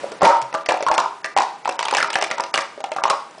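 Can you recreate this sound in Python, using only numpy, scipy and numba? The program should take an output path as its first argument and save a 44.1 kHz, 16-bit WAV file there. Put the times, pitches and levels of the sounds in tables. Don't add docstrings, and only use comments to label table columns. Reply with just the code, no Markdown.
import sys
import numpy as np
from scipy import signal
from scipy.fft import rfft, irfft
from scipy.io import wavfile
from scipy.ndimage import uniform_filter1d, minimum_filter1d
from numba import njit

SR = 44100
rng = np.random.default_rng(int(sys.argv[2]) if len(sys.argv) > 2 else 0)


def convert_level_to_amplitude(level_db):
    exponent = np.asarray(level_db, float) / 20
    return 10 ** exponent


def pcm_store(signal):
    levels = np.round(np.clip(np.atleast_2d(signal), -1, 1) * 32767)
    wavfile.write(sys.argv[1], SR, levels.astype(np.int16).T)


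N = 149940

# [t/s, level/dB, cup pitch f/Hz, crack level/dB relative to the knock]
FIRST_STACKS = [(0.034, -20, 535, -23), (0.118, -22, 444, -10.5), (0.218, 8, 779, -18.5),
                (0.231, 7, 573, -16), (0.249, 3, 893, -12), (0.269, 3, 920, -21.5), (0.311, -5, 968, -66),
                (0.368, -10, 906, -23.5), (0.416, -20.5, 960, -6.5), (0.541, -10, 840, -15.5),
                (0.547, -7, 1495, -19.5), (0.66, -26, 700, 3.5), (0.688, -3, 603, -10),
                (0.694, -4.5, 682, -18), (0.719, -4, 873, -31), (0.741, -6, 749, -24),
                (0.806, -13, 601, -19.5), (0.825, -13, 540, -8.5)]
LAST_STACKS = [(0.865, -3.5, 980, -21), (0.914, 4, 871, -16.5), (0.979, -5.5, 872, -6.5),
               (0.987, 4.5, 1026, -31.5), (1.004, -4, 930, -45), (1.039, -11.5, 990, -22),
               (1.244, -5, 1840, -20), (1.365, 0.5, 779, -20), (1.374, -2.5, 1002, -14),
               (1.385, 3, 839, -13), (1.655, -7.5, 847, -20), (1.676, -5.5, 953, -23),
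               (1.691, -8, 755, -14)]
NESTING = [(1.791, -9, 946, -8), (1.808, -8, 960, -21.5), (1.827, -10.5, 967, -10),
           (1.852, -10, 886, -10.5), (1.883, -11.5, 905, -8), (1.91, -10, 1056, -10),
           (1.926, -5, 848, -20.5), (1.937, -5.5, 970, -17), (1.948, -11, 997, -4.5),
           (1.969, -10.5, 800, -5), (1.983, 0.5, 1653, -19), (2.002, -8, 1490, -12.5),
           (2.027, 0, 1364, -17), (2.044, -4, 1266, -30), (2.084, -14, 950, -27.5), (2.102, -17, 896, -3),
           (2.13, -17.5, 895, -5), (2.155, 2, 1737, -20.5), (2.212, -16.5, 817, -4.5), (2.224, -15, 643, 0),
           (2.239, -14.5, 660, -6.5), (2.263, -16, 792, -21.5), (2.302, -20, 627, -5),
           (2.312, -4, 2025, -19), (2.381, -11.5, 920, -16), (2.398, -4, 948, -23),
           (2.437, -14, 967, -13.5)]
RESTART = [(2.54, -9, 809, -1), (2.576, -6.5, 1750, -11), (2.589, -5.5, 1185, -20),
           (2.777, -21.5, 573, -27), (2.804, -20, 632, -16.5), (2.84, -9, 786, -16),
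           (2.917, -13.5, 620, -14), (2.963, -9.5, 773, -17.5), (2.984, -7.5, 1178, -31.5),
           (3.037, -3.5, 867, -11.5), (3.054, -3, 950, -36.5), (3.099, -4, 833, -11.5),
           (3.136, -10, 844, -32.5)]
# [t/s, level/dB, cup pitch f/Hz, crack level/dB
MORE_KNOCKS = [(.064, -22.5, 820, -36), (0.209, -16, 674, -14), (.527, -16.5, 1945, -18.5),
               (.884, -2, 960, -22.5), (.940, -9.5, 850, -13.5), (1.405, -4, 1005, -29.5),
               (2.186, -13.5, 734, -12), (2.558, -9.5, 1160, -13), (3.019, -13.5, 1013, -28),
               (3.079, -9.5, 965, -17.5), (3.11, -5, 1195, -19)]
# [ratio to cup pitch, level/dB, cycles to fade by 60 dB]
WALL_MODES = [(1, 1, 30), (1.33, -10.5, 30.5), (0.777, -11.5, 22.5)]
# [f/Hz, width/Hz, level/dB, 60 dB fade/s]
CRACK_BANDS = [(962, 1005, -0.5, 0.039), (2284, 1245, 1, 0.028), (3760, 1200, -12, 0.04),
               (5200, 1800, 0.5, 0.01), (7800, 2260, -6.5, 0.012)]
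# [f/Hz, level/dB]
STANDING_CUPS = [(560, -7.5), (650, -6), (760, -11.5), (935, -7.5), (985, -9.5), (1192, -8), (1280, -14.5),
                 (1370, -9.5)]
# [t/s, level/dB]
FREEDOM = [
    (0.199, -6.5),
    (.3, -20.5),
    (0.449, -7),
    (.95, -19.5),
    (1.7, -26),
    (2.3, -13.5),
    (3.1, -14.5),
]
# [f/Hz, level/dB, 60 dB fade/s]
TABLE_MODES = [(177.5, -34, 0.05), (338, -35, 0.41), (407, -43.5, 0.42)]
# [f/Hz, level/dB, 60 dB fade/s]
ROOM_BANDS = [(300, -1.5, 0.15), (632, -7, 0.39), (1106, -8, 0.48), (2046, -7.5, 0.43), (4440, -8, 0.42),
              (8000, -12.5, 0.44)]
# [f/Hz, level/dB per Hz]
AIR_COLOUR = [(30, -8.5), (180, -1.5), (500, -1), (1300, -3.5), (10000, -22)]
# [t/s, level/dB, f/Hz]
POPS = [(0.041, -13, 550), (0.245, 6, 677), (0.274, -12, 930), (0.318, -6, 1210), (0.348, -6, 944),
        (0.712, -8, 730), (0.832, -14.5, 564), (0.873, -17, 1010), (0.901, -10, 640), (0.918, -12, 806),
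        (0.931, -8, 855), (1.035, -16, 1154), (1.059, -10.5, 930), (1.419, -14, 930), (1.856, -24.5, 1060),
        (1.866, -9, 930), (2.158, -8, 787), (3.129, -6, 950)]
# [t/s, level/dB, f/Hz]
TICKS = [(0.229, -19.5, 2390), (0.239, -23, 2190), (0.245, -3.5, 1960), (0.256, -8, 2240),
         (0.28, -45, 2130), (0.293, -34.5, 1820), (0.709, -14.5, 1715), (0.773, -24, 2490),
         (0.873, -33, 2290), (0.996, -29.5, 1610), (1.252, -20, 1694), (1.259, -17.5, 1740),
         (1.414, -23.5, 2400), (1.649, -23, 2500), (1.696, -16.5, 5220), (1.801, -23, 2540),
         (1.856, -13, 3140), (1.873, -24, 2700), (1.903, -24, 2580), (1.913, -18, 2940),
         (1.963, -17.5, 2370), (1.977, -14.5, 2910), (1.991, -14.5, 1650), (1.998, -26, 1730),
         (2.009, -13.5, 2000), (2.015, -16.5, 1770), (2.049, -35.5, 1550), (2.14, -15, 2810),
         (2.145, -17, 3080), (2.161, -22.5, 1880), (2.174, -24, 1730), (2.204, -30, 2010),
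         (2.244, -15.5, 2330), (2.327, -21.5, 2210), (2.376, -37, 2700), (2.406, -9.5, 4930),
         (2.547, -10.5, 2900), (2.567, -18, 2950), (2.584, -15, 1980), (2.607, -27, 1580),
         (2.622, -23.5, 1880), (2.927, -29, 2360)]
# [t/s, level/dB, f/Hz]
MORE_TICKS = [
    (.586, -33.5, 3060),
    (1.756, -34, 3000),
    (3.31, -36, 6120),
    (3.347, -38.5, 934),
    (3.384, -33, 5130),
    (3.38, -35.5, 660),
]
# [t/s, level/dB, f/Hz, 60 dB fade/s]
LONE_RINGS = [(0.225, -10, 187, 0.093), (0.268, -1.5, 921.6, 0.28), (.326, -7, 938, 0.15),
              (.3, -13.5, 1287, 0.23), (0.419, -33.5, 128, 0.29), (0.549, -17, 1181, 0.14),
              (0.868, -9, 1075, 0.27), (.98, -22.5, 949, 0.44), (1.252, -27.5, 1774, 0.14),
              (1.252, -25, 1947, .16), (1.246, -30, 650, 0.067), (1.248, -20.5, 1187, 0.12),
              (3.105, -14, 1091, 0.24)]
# [f/Hz, threshold level/dB relative to the highest level nearby]
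THINNING = [(1500, -17), (4500, -14.5), (5500, -12), (10000, -7.5)]


def band(x, hz, width):
    edges = [max(hz - width / 2, 20), hz + width / 2]
    return signal.sosfilt(signal.butter(2, edges, "band", fs=SR, output="sos"), x)


def fade(t, t60):
    return convert_level_to_amplitude(-60 * t / max(t60, .002))


def air():
    level_db, earlier_db, earlier_t60_s = -46, 8, 1
    f = np.arange(N // 2 + 1) * SR / N + 1
    hz, db = np.array(AIR_COLOUR).T
    colour = convert_level_to_amplitude(np.interp(np.log(f), np.log(hz), db))
    x = irfft(rfft(rng.standard_normal(N)) * colour, N)
    earlier = convert_level_to_amplitude(earlier_db) * fade(np.arange(N) / SR, earlier_t60_s)
    return x / x.std() * convert_level_to_amplitude(level_db) * (1 + earlier)


def knock(rows):
    crack_gain_db, spread_db, detune = 14, 5, 0.09
    contact_s, soften = 0.00093, 0.22
    stiff_hz = 1130
    size = 4096
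    out, blows, t = np.zeros(N + size), np.zeros(N), np.arange(size) / SR
    crack_env = np.zeros((len(CRACK_BANDS), N + size))
    luck = rng.standard_normal((len(rows), 3, 8))
    fades = np.array([fade(t, t60) for _, _, _, t60 in CRACK_BANDS])
    for (s, db, hz, crack_db), (level_luck, pitch_luck, crack_luck) in zip(rows, luck):
        i = int(s * SR)
        touch = np.minimum(t / contact_s * convert_level_to_amplitude(soften * db), 1)
        for k, (ratio, wall_db, cycles) in enumerate(WALL_MODES):
            loose = min(k, 1)
            level = convert_level_to_amplitude(db + wall_db + spread_db * loose * level_luck[k])
            t60 = cycles / hz * min(1, stiff_hz / hz)
            mode_hz = hz * ratio * (1 + detune * loose * pitch_luck[k])
            out[i:i + size] += level * fade(t, t60) * touch * np.sin(2 * np.pi * mode_hz * t)
        level = convert_level_to_amplitude(db + crack_db + crack_gain_db + 2 * crack_luck[:len(CRACK_BANDS), None])
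        crack_env[:, i:i + size] += level * fades * np.sqrt(touch)
        blows[i:i + 24] += convert_level_to_amplitude(db) * np.hanning(24) / 12
    for env, (hz, width, db, _) in zip(crack_env, CRACK_BANDS):
        out += convert_level_to_amplitude(db) * band(env * rng.standard_normal(len(env)), hz, width)
    return out[:N], blows


@njit
def ring(x, hz, t60):
    y, z, r = np.empty(len(x)), 0j, np.exp(-np.log(1000.) / t60 / SR)
    for i in range(len(x)):
        if i % 64 == 0:
            p = r * np.exp(2j * np.pi * hz[i] / SR)
        z = z * p + x[i] + 1e-18
        y[i] = z.imag
    return y


def wander(hz, share):
    steps = np.repeat(rng.standard_normal(N // 32 + 1), 32)
    return hz * (1 + share * 6 * uniform_filter1d(steps, size=1200)[:N])


def standing_cups(blows):
    t60_s, wobble = 0.22, 0.014
    shaken = blows * convert_level_to_amplitude(np.interp(np.arange(N) / SR, *np.array(FREEDOM).T))
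    return sum(convert_level_to_amplitude(db) * ring(shaken, wander(hz, wobble), t60_s) for hz, db in STANDING_CUPS)


def table_top(blows):
    thump = (60, -38, 0.1)  # f/Hz, level/dB, 60 dB fade/s
    modes = list(TABLE_MODES) + [thump]
    return sum(convert_level_to_amplitude(db) * ring(blows, np.full(N, 1. * hz), 1. * t60) for hz, db, t60 in modes)


def rattle(rows):
    bounces, lag_s, sag_db_s = 5, 0.022, 121
    gain_db, scatter_db, hiss_db = -21, 6, 8
    middle_hz, octaves, t60_s = 1338, 1.066, 0.021
    r = rng.random((len(rows), bounces, 3))
    out, t = np.zeros(2 * N), np.arange(1024) / SR
    env, hiss = fade(t, t60_s), band(rng.standard_normal(2 * N), 4580, 3900)
    for (s, db, _, crack_db), row in zip(rows, r):
        for chance, size, pitch in row:
            lag = -lag_s * np.log(chance)
            i = int((s + lag) * SR)
            hz = middle_hz * 2 ** (octaves * (2 * pitch - 1))
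            level_db = db + crack_db / 2 + gain_db + scatter_db * 2 * size - sag_db_s * lag
            scrape = convert_level_to_amplitude(crack_db / 2 + hiss_db) * hiss[i:i + 1024]
            out[i:i + 1024] += convert_level_to_amplitude(level_db) * env * (np.sin(2 * np.pi * hz * t) + scrape)
    return out[:N]


def room(x):
    echo_s, build_s = 0.0025, 0.0072
    t = np.arange(30000) / SR
    build = np.clip((t - echo_s) / build_s, 0, 1)
    tail = 0
    for hz, db, t60 in ROOM_BANDS:
        part = band(rng.standard_normal(30000), hz, 0.8 * hz) * fade(t, t60) * build
        tail = tail + convert_level_to_amplitude(db) * part / np.sqrt(t60 * SR / 14)
    return signal.fftconvolve(x, tail)[:N]


def small_rings(rows, gain_db, rise_s, cycles, hiss_db):
    hiss_t60_s = 0.0095
    out, t = np.zeros(2 * N), np.arange(2048) / SR
    hiss = band(rng.standard_normal(2 * N), 4000, 8700)
    luck = rng.standard_normal((len(rows), 2))
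    for (s, db, hz), (a, b) in zip(rows, luck):
        i = int(s * SR)
        second = np.sin(2 * np.pi * hz * (1.2 + 0.098 * a) * t + b)
        tone = (np.sin(2 * np.pi * hz * t) + 0.43 * second) * fade(t, cycles / hz)
        scrape = convert_level_to_amplitude(hiss_db) * hiss[i:i + 2048] * fade(t, hiss_t60_s)
        out[i:i + 2048] += convert_level_to_amplitude(db + gain_db) * np.minimum(t / rise_s, 1) * (tone + scrape)
    return out[:N]


def lone_rings():
    beat, twin_db, swell_s = 0.024, -8.5, 0.0014
    size = 20000
    out, t = np.zeros(N + size), np.arange(size) / SR
    swell = np.minimum(t / swell_s, 1)
    for s, db, hz, t60 in LONE_RINGS:
        i = int(s * SR)
        twin = convert_level_to_amplitude(twin_db) * np.sin(2 * np.pi * hz * (1 + beat) * t)
        out[i:i + size] += convert_level_to_amplitude(db) * fade(t, t60) * swell * (np.sin(2 * np.pi * hz * t) + twin)
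    return out[:N]


def scene():
    room_tone = air()
    rows = [row for burst in (FIRST_STACKS, LAST_STACKS, NESTING, RESTART, MORE_KNOCKS) for row in burst]
    cups, blows = knock(rows)
    dry = convert_level_to_amplitude(-3) * (cups + standing_cups(blows) + table_top(blows) + lone_rings())
    dry = dry + rattle(rows)
    dry = dry + small_rings(POPS, gain_db=3.5, rise_s=0.0026, cycles=17, hiss_db=-28)
    rims = list(TICKS) + list(MORE_TICKS)
    dry = dry + small_rings(rims, gain_db=5, rise_s=0.00081, cycles=23, hiss_db=-7)
    return (dry + room(dry) + room_tone)[None]


@njit
def follow(x, fall):
    y, e = np.empty(len(x)), 0.
    for i in range(len(x)):
        e = max(x[i], e * fall)
        y[i] = e
    return y


def limiter(x):
    limit_db, release_s = -3.5, 0.011
    peak = follow(np.abs(np.roll(x, -20)), np.exp(-1 / (release_s * SR)))
    return x * uniform_filter1d(np.minimum(1, convert_level_to_amplitude(limit_db) / (peak + 1e-9)), size=20)


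def thin_treble(x):
    ahead_s, patchy_db = 0.022, 5.5
    n = int(ahead_s * SR)
    f, spec = np.arange(N // 2 + 1) * SR / N, rfft(x)
    edges = np.geomspace(1500, 10500, 15)
    for lo, hi in zip(edges, edges[1:]):
        part = irfft(spec * ((f >= lo) & (f < hi)), N)
        env = np.sqrt(np.abs(uniform_filter1d(part ** 2, size=256)))
        shifted = np.r_[env[n // 4:], env[-(n // 4):]]
        ahead = -minimum_filter1d(-shifted, size=n + n // 2)
        patches = np.repeat(rng.standard_normal(N // 384 + 1), 384)[:N]
        patch_db = patchy_db * np.clip((lo - 2600) / 3100, 0, 1) * patches
        threshold = convert_level_to_amplitude(np.interp(lo, *np.array(THINNING).T) + patch_db) * ahead
        x = x - part * uniform_filter1d(1. * (env < threshold), size=100)
    return x


def top_cut(x):
    return signal.sosfilt(signal.butter(12, 16300, fs=SR, output="sos"), x)


def record(dry):
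    low_cut_hz, top_hz = 188, 10150
    x = signal.sosfilt(signal.butter(2, low_cut_hz, "high", fs=SR, output="sos"), dry[0])
    x = thin_treble(limiter(x))
    x = signal.sosfilt(signal.ellip(10, .2, 80, top_hz, fs=SR, output="sos"), x)
    return top_cut(np.clip(x, -.7, .7)[None])


dry = scene()
out = record(dry)
pcm_store(out)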